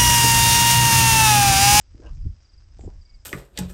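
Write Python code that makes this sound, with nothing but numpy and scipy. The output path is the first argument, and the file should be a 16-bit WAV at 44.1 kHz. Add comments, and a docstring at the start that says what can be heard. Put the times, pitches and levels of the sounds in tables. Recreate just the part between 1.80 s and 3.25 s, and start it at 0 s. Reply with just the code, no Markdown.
"""On stony, weedy ground outdoors, a piglet roots about and grunts twice. Its throat makes muffled
pops, the first run opening into a short rasp, and a puff through the snout ends each grunt.
Grit ticks, soil crunches and leaves rustle. A low rumble with dull thumps, probably air on the
microphone, swells and sinks. Insects chirp over a faint hiss, and a far bird gives one thin whistle."""
import sys
import numpy as np
from scipy import signal
from scipy.fft import rfft, irfft
from scipy.io import wavfile
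from scipy.ndimage import uniform_filter1d

SR = 44100
rng = np.random.default_rng(int(sys.argv[2]) if len(sys.argv) > 2 else 0)


def generate_wav(sig):
    """Save sig (samples, or channels by samples) to the path in sys.argv[1] as 16-bit PCM at SR."""
    pcm = np.round(np.clip(np.atleast_2d(sig).T, -1, 1) * 32767).astype(np.int16)
    wavfile.write(sys.argv[1], SR, pcm)


N = 63945
T = np.arange(N) / SR

# Outdoor hiss. Each row: frequency in Hz, relative level in dB.
HISS_TONE = [(120, -37), (200, -2), (336, -0.5), (481, -9), (529, -5), (847, -10.5), (931, -11),
             (1720, -12), (3880, -15.5), (4760, -17), (5480, -8.5), (8110, -26), (8500, -39), (11000, -64),
             (18700, -120)]
# Far insects. Each row: pitch in Hz, width in Hz, level in dB, flutter in dB.
FAR_INSECTS = [(4960, 500, -74, 1.3), (7980, 62, -86.5, 1.8)]
# The rumble's swells. Each row: time in seconds, relative levels of deep part and bass in dB.
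SWELLS = [(0.0, -48, -67), (0.052, -53.5, -79), (0.156, -41, -61.5), (0.18, -49.5, -63.5),
          (0.278, -36.5, -51), (0.33, -29.5, -53.5), (0.35, -33.5, -56), (0.378, -34.5, -48),
          (0.428, -26.5, -51.5), (0.46, -25, -32.5), (0.504, -28.5, -50.5), (0.556, -50, -62),
          (0.576, -49.5, -76), (0.702, -58.5, -71), (0.754, -45.5, -73.5), (0.876, -49, -74.5),
          (1.078, -35, -39), (1.102, -40.5, -54.5), (1.182, -39, -61), (1.292, -54, -75.5),
          (1.336, -41, -62), (1.45, -52, -76)]
# The tone of those two parts. Each row: frequency in Hz, relative level in dB.
DEEP_TONE = [(15, -12.5), (28, 2), (48, 1.5), (72, -5), (98, -8.5), (125, -21), (200, -43), (400, -83)]
BASS_TONE = [(80, -28.5), (120, -9.5), (155, 5.5), (215, -3.5), (300, -12.5), (420, -28), (800, -63)]
# Grit snapping under hooves and snout. Each row: start in seconds, relative level in dB.
GRIT_TICKS = [(0.013, -47), (0.248, -57), (0.2623, -47), (0.27, -56.5), (0.2906, -55), (.349, -47),
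              (0.817, -58), (.887, -52), (0.938, -54.5), (0.971, -55), (0.9863, -46), (0.9946, -45.5),
              (1.010, -40.5), (1.035, -67), (1.321, -61)]
# Soil crunching and leaves brushing the piglet. Each row: time in seconds, level in dB.
SOIL_LEVEL = [(0, -86), (.1, -74), (.2, -67), (.3, -67), (.36, -70.5), (.42, -73), (.58, -75.5), (.63, -72),
              (.7, -77.5), (.82, -69), (.86, -87), (.96, -68.5), (1.0, -75), (1.1, -68.5), (1.18, -78),
              (1.34, -76.5), (1.4, -90)]
LEAF_LEVEL = [(0, -58.5), (.018, -53), (.05, -81), (.2, -66.5), (.27, -76), (.37, -64), (.45, -81),
              (.95, -82.5), (1.01, -51), (1.055, -53), (1.09, -70), (1.2, -68.5)]
# Their tone. Each row: frequency in Hz, relative level in dB.
SOIL_TONE = [(300, -8), (700, 2), (1600, 5.5), (3500, -2), (5800, 2.5), (7200, -3.5), (9000, -31)]
LEAF_TONE = [(1500, -12.5), (4000, -16.5), (6300, -11.5), (7400, 0), (8600, -17.5), (10000, 0)]
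# The rasp's effort, one list per grunt. Each row: time in seconds, relative level in dB.
EFFORT = [
    [(.14, -63), (.175, -54.5), (.213, -59), (.245, -52.5), (.27, -46), (.281, -56.5), (.3, -62),
     (.33, -86)],
    [(.98, -78), (.997, -66.5), (1.025, -58.5), (1.05, -67), (1.085, -60.5), (1.12, -69), (1.16, -63.5)],
]
# Where the throat rings. Each row: frequency in Hz, width in Hz, relative level in dB.
THROAT_RINGS = [(310, 37, 4.5), (459, 61, 2), (552.6, 72, 2.5), (718, 180, 1), (1000, 160, -2.5),
                (1246, 160, -15), (1552, 130, -3.5), (2790, 302, 0), (5560, 6600, -10)]
# The mouth opening. Each row: time in seconds, frequency in Hz above which it muffles the voice.
MOUTH_OPENING = [(.14, 360), (.2, 480), (.216, 680), (.229, 1600), (.252, 1750), (.268, 3200), (.3, 3000),
                 (.98, 764), (1.1, 950)]
# Throat pops. Each row: start in seconds, peak in dB, pitch in Hz, upper ring in dB from that peak.
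THROAT_POPS = [(0.1448, -41, 265, -19), (.1968, -37, 327, -37), (.2152, -48, 410, -21),
               (.2255, -42.5, 515, -22), (.9915, -39.5, 370, -2.5), (1.0358, -36.5, 289, -11),
               (1.0455, -39, 468, -9), (1.0585, -36.5, 235, -33), (1.0755, -28.5, 363, -14)]
# Snout scrapes. Each row: middle in seconds, level in dB.
SCRAPES = [(.208, -70), (.265, -66), (.362, -68), (.63, -69)]
# Snout puffs. Each row: loudest moment in seconds, level in dB, pitch in Hz.
PUFFS = [(.295, -61, 1126), (1.099, -60.5, 820)]
# Thumps in the rumble. Each row: start in seconds, peak in dB, pitch in Hz.
THUMPS = [(0.317, -36.5, 124.5), (0.37, -32.5, 123.4), (.453, -39, 195), (0.4586, -42.5, 282),
          (.460, -24, 111.4), (1, -36, 93.3), (1.055, -29, 88.5), (1.174, -37.5, 68.4)]
# Insect chirps. Each row: start in seconds, peak in dB, starting pitch in Hz.
CHIRPS = [(.409, -64.5, 5160), (.521, -76, 4980), (0.645, -59.5, 4940), (.688, -59.5, 4930),
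          (.730, -57.5, 4970), (0.773, -57.5, 5030), (0.828, -65, 5040), (.912, -66, 5250),
          (1.21, -57, 4920), (1.248, -55.5, 4960), (1.291, -54, 4960), (1.337, -54.5, 4940),
          (1.393, -63.5, 5260)]
# The bird's whistle. Each row: time in seconds, pitch in Hz, level in dB.
WHISTLE = [(1.25, 2250, -82), (1.285, 2235, -71.5), (1.345, 2224, -69), (1.375, 2165, -76.5)]


def from_db(db):
    """Turn decibels into a multiplier."""
    return 10 ** (np.asarray(db) / 20)


def rms_one(x):
    """Scale a sound so its average level (rms) is 1."""
    return x / np.sqrt(np.mean(x ** 2) + 1e-20)


def in_time(rows):
    """Join a table's rows into one curve over time per value column."""
    s, *columns = np.transpose(rows)
    return [np.interp(T, s, c) for c in columns]


def band(x, low_hz, high_hz, order=2):
    """Keep the sound between two frequencies."""
    edges = [max(low_hz, 10), min(high_hz, .45 * SR)]
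    return signal.sosfilt(signal.butter(order, edges, "band", fs=SR, output="sos"), x + 1e-18)


def resonate(x, hz, width_hz):
    """Let a sound ring around one frequency."""
    return band(x, hz - width_hz / 2, hz + width_hz / 2)


def colour(x, tone):
    """Shape a sound with a tone table, at average level 1."""
    hz, db = np.transpose(tone)
    bins = np.maximum(np.fft.rfftfreq(N, 1 / SR), 1)
    gain = from_db(np.interp(np.log(bins), np.log(hz), db))
    return rms_one(irfft(rfft(x) * gain, N))


def drift(per_s):
    """Wander to a new random value per_s times a second."""
    points = rng.standard_normal(1000)
    return np.interp(T * per_s, np.arange(len(points)), points)


def even(x, window_s):
    """Hold a random sound's level near 1."""
    return x / np.sqrt(uniform_filter1d(x ** 2, max(int(window_s * SR), 2)) + 1e-9)


def grains(per_s, spread_db):
    """Random clicks of uneven size."""
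    clicks = (rng.random(N) < per_s / SR) * rng.choice([-1, 1], N)
    return clicks * from_db(spread_db * np.minimum(rng.exponential(1, N), 3))


def blip(s, hz, rise_cycles):
    """A soft ring of a few cycles, starting at s seconds."""
    age = np.maximum(T - s, 0) * hz / rise_cycles
    swell = (age * np.exp(1 - np.minimum(age, 20))) ** 3.66
    return swell * np.sin(2 * np.pi * (hz * (T - s) + rng.random()))


def meadow():
    """Far insects shrill in narrow bands over an even hiss."""
    insects = 0
    for hz, width, db, flutter_db in FAR_INSECTS:
        level = from_db(db + flutter_db * drift(40))
        insects += level * rms_one(resonate(rng.standard_normal(N), hz, width))
    return insects + from_db(-69.5) * colour(rng.standard_normal(N), HISS_TONE)


def rumble(deep_trim_db=-1, bass_trim_db=-4.5):
    """Lumpy low buffeting; strong swells reach higher into the bass."""
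    deep_db, bass_db = in_time(SWELLS)
    deep = even(colour(rng.standard_normal(N), DEEP_TONE), .06)
    bass = even(colour(rng.standard_normal(N), BASS_TONE), .06)
    return from_db(deep_db + deep_trim_db) * deep + from_db(bass_db + bass_trim_db) * bass


def ground(tick_fade_s=.00062):
    """Grit snaps in dry ticks; soil and leaves crackle with many tiny clicks."""
    ticks = sum(from_db(db) * (T >= s) * np.exp(-abs(T - s) / tick_fade_s) for s, db in GRIT_TICKS)
    grit = band(ticks * rng.standard_normal(N), 400, 11000, order=1)
    soil = from_db(in_time(SOIL_LEVEL)[0]) * colour(grains(per_s=900, spread_db=7.5), SOIL_TONE)
    leaves = from_db(in_time(LEAF_LEVEL)[0]) * colour(grains(per_s=2400, spread_db=4), LEAF_TONE)
    return grit + soil + leaves


def rasp(pitch_hz=271.1, wobble=.2, breathiness=.36):
    """Uneven pulses and rushing air ring the throat; the opening mouth lets higher rings out."""
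    cycles = np.cumsum(pitch_hz * np.exp(wobble * drift(200))) / SR
    pulses = np.diff(np.floor(cycles), prepend=0)  # one click per cycle
    pulses = rms_one(pulses * from_db(4.5 * drift(250)))
    breath = rms_one(rng.standard_normal(N) * np.exp(-3 * (cycles % 1)))
    source = pulses + breathiness * breath
    mouth_hz, = in_time(MOUTH_OPENING)
    voice = 0
    for hz, width, db in THROAT_RINGS:
        muffling = np.hypot(1, (hz / mouth_hz) ** 5)
        voice += from_db(db) * even(resonate(source, hz, width), .04) / muffling
    effort = sum(from_db(in_time(grunt)[0]) * (T > grunt[0][0]) * (T < grunt[-1][0]) for grunt in EFFORT)
    return rms_one(voice) * effort


def pops(upper_hz=700):
    """Each slow release of the throat makes a low ring and a weaker one above it."""
    out = np.zeros(N)
    for s, db, hz, upper_db in THROAT_POPS:
        low = blip(s, hz, rise_cycles=1.145)
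        upper = from_db(upper_db) * blip(s, upper_hz, rise_cycles=1.4)
        out += from_db(db) * (low + upper)
    return out


def echo(x, fade_s=.21, low_hz=648, high_hz=1530):
    """The ground and bushes throw back a weak, dull tail."""
    tail = band(rng.standard_normal(N), low_hz, high_hz) * from_db(-60 * T / fade_s) * (T > .006)
    tail /= np.sqrt(np.sum(tail ** 2) * SR / (2 * high_hz))
    return from_db(-7.5) * signal.fftconvolve(x, tail)[:N]


def scrapes(half_length_s=.012):
    """Each push of the snout through dry litter drags out a bright cluster of clicks."""
    push = sum(from_db(db) * np.exp(-((T - s) / half_length_s) ** 2) for s, db in SCRAPES)
    return push * rms_one(resonate(grains(per_s=2500, spread_db=7.5), hz=5700, width_hz=1700))


def puffs(rise_s=.018, fall_s=.02):
    """Air rings the snout on its way out and dies away."""
    out = np.zeros(N)
    for s, db, hz in PUFFS:
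        swell = np.exp(np.minimum((T - s) / rise_s, (s - T) / fall_s))
        air = even(resonate(rng.standard_normal(N), hz, width_hz=380), .02)
        out += from_db(db) * swell * air
    return out


def thumps():
    """Soft, deep bumps within the rumble."""
    return sum(from_db(db) * blip(s, hz, rise_cycles=1.33) for s, db, hz in THUMPS)


def chirps(length_s=.026, fall_hz=702):
    """Insects make short pure notes that swell and slide down."""
    out = np.zeros(N)
    for s, db, hz in CHIRPS:
        progress = np.clip((T - s) / length_s, 0, 1)
        swell = np.sin(np.pi * progress ** .77) ** 2
        pitch = hz - fall_hz * progress ** 1.8
        out += from_db(db) * swell * np.sin(2 * np.pi * np.cumsum(pitch) / SR)
    return out


def bird():
    """One thin whistle that droops at its end."""
    hz, db = in_time(WHISTLE)
    singing = (T > WHISTLE[0][0]) * (T < WHISTLE[-1][0])
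    return from_db(db) * singing * np.sin(2 * np.pi * np.cumsum(hz) / SR)


def scene():
    """The piglet, the meadow and the rumble in one channel."""
    grunts = pops() + rasp()
    piglet = grunts + puffs() + echo(grunts) + ground() + scrapes()
    return (piglet + chirps() + bird() + meadow() + rumble() + thumps())[None]


def record(dry):
    """Cut the highest treble steeply, leaving almost nothing above 9100 Hz."""
    return signal.sosfilt(signal.cheby2(16, 50, 9100, fs=SR, output="sos"), dry)


dry = scene()
out = record(dry)
generate_wav(out)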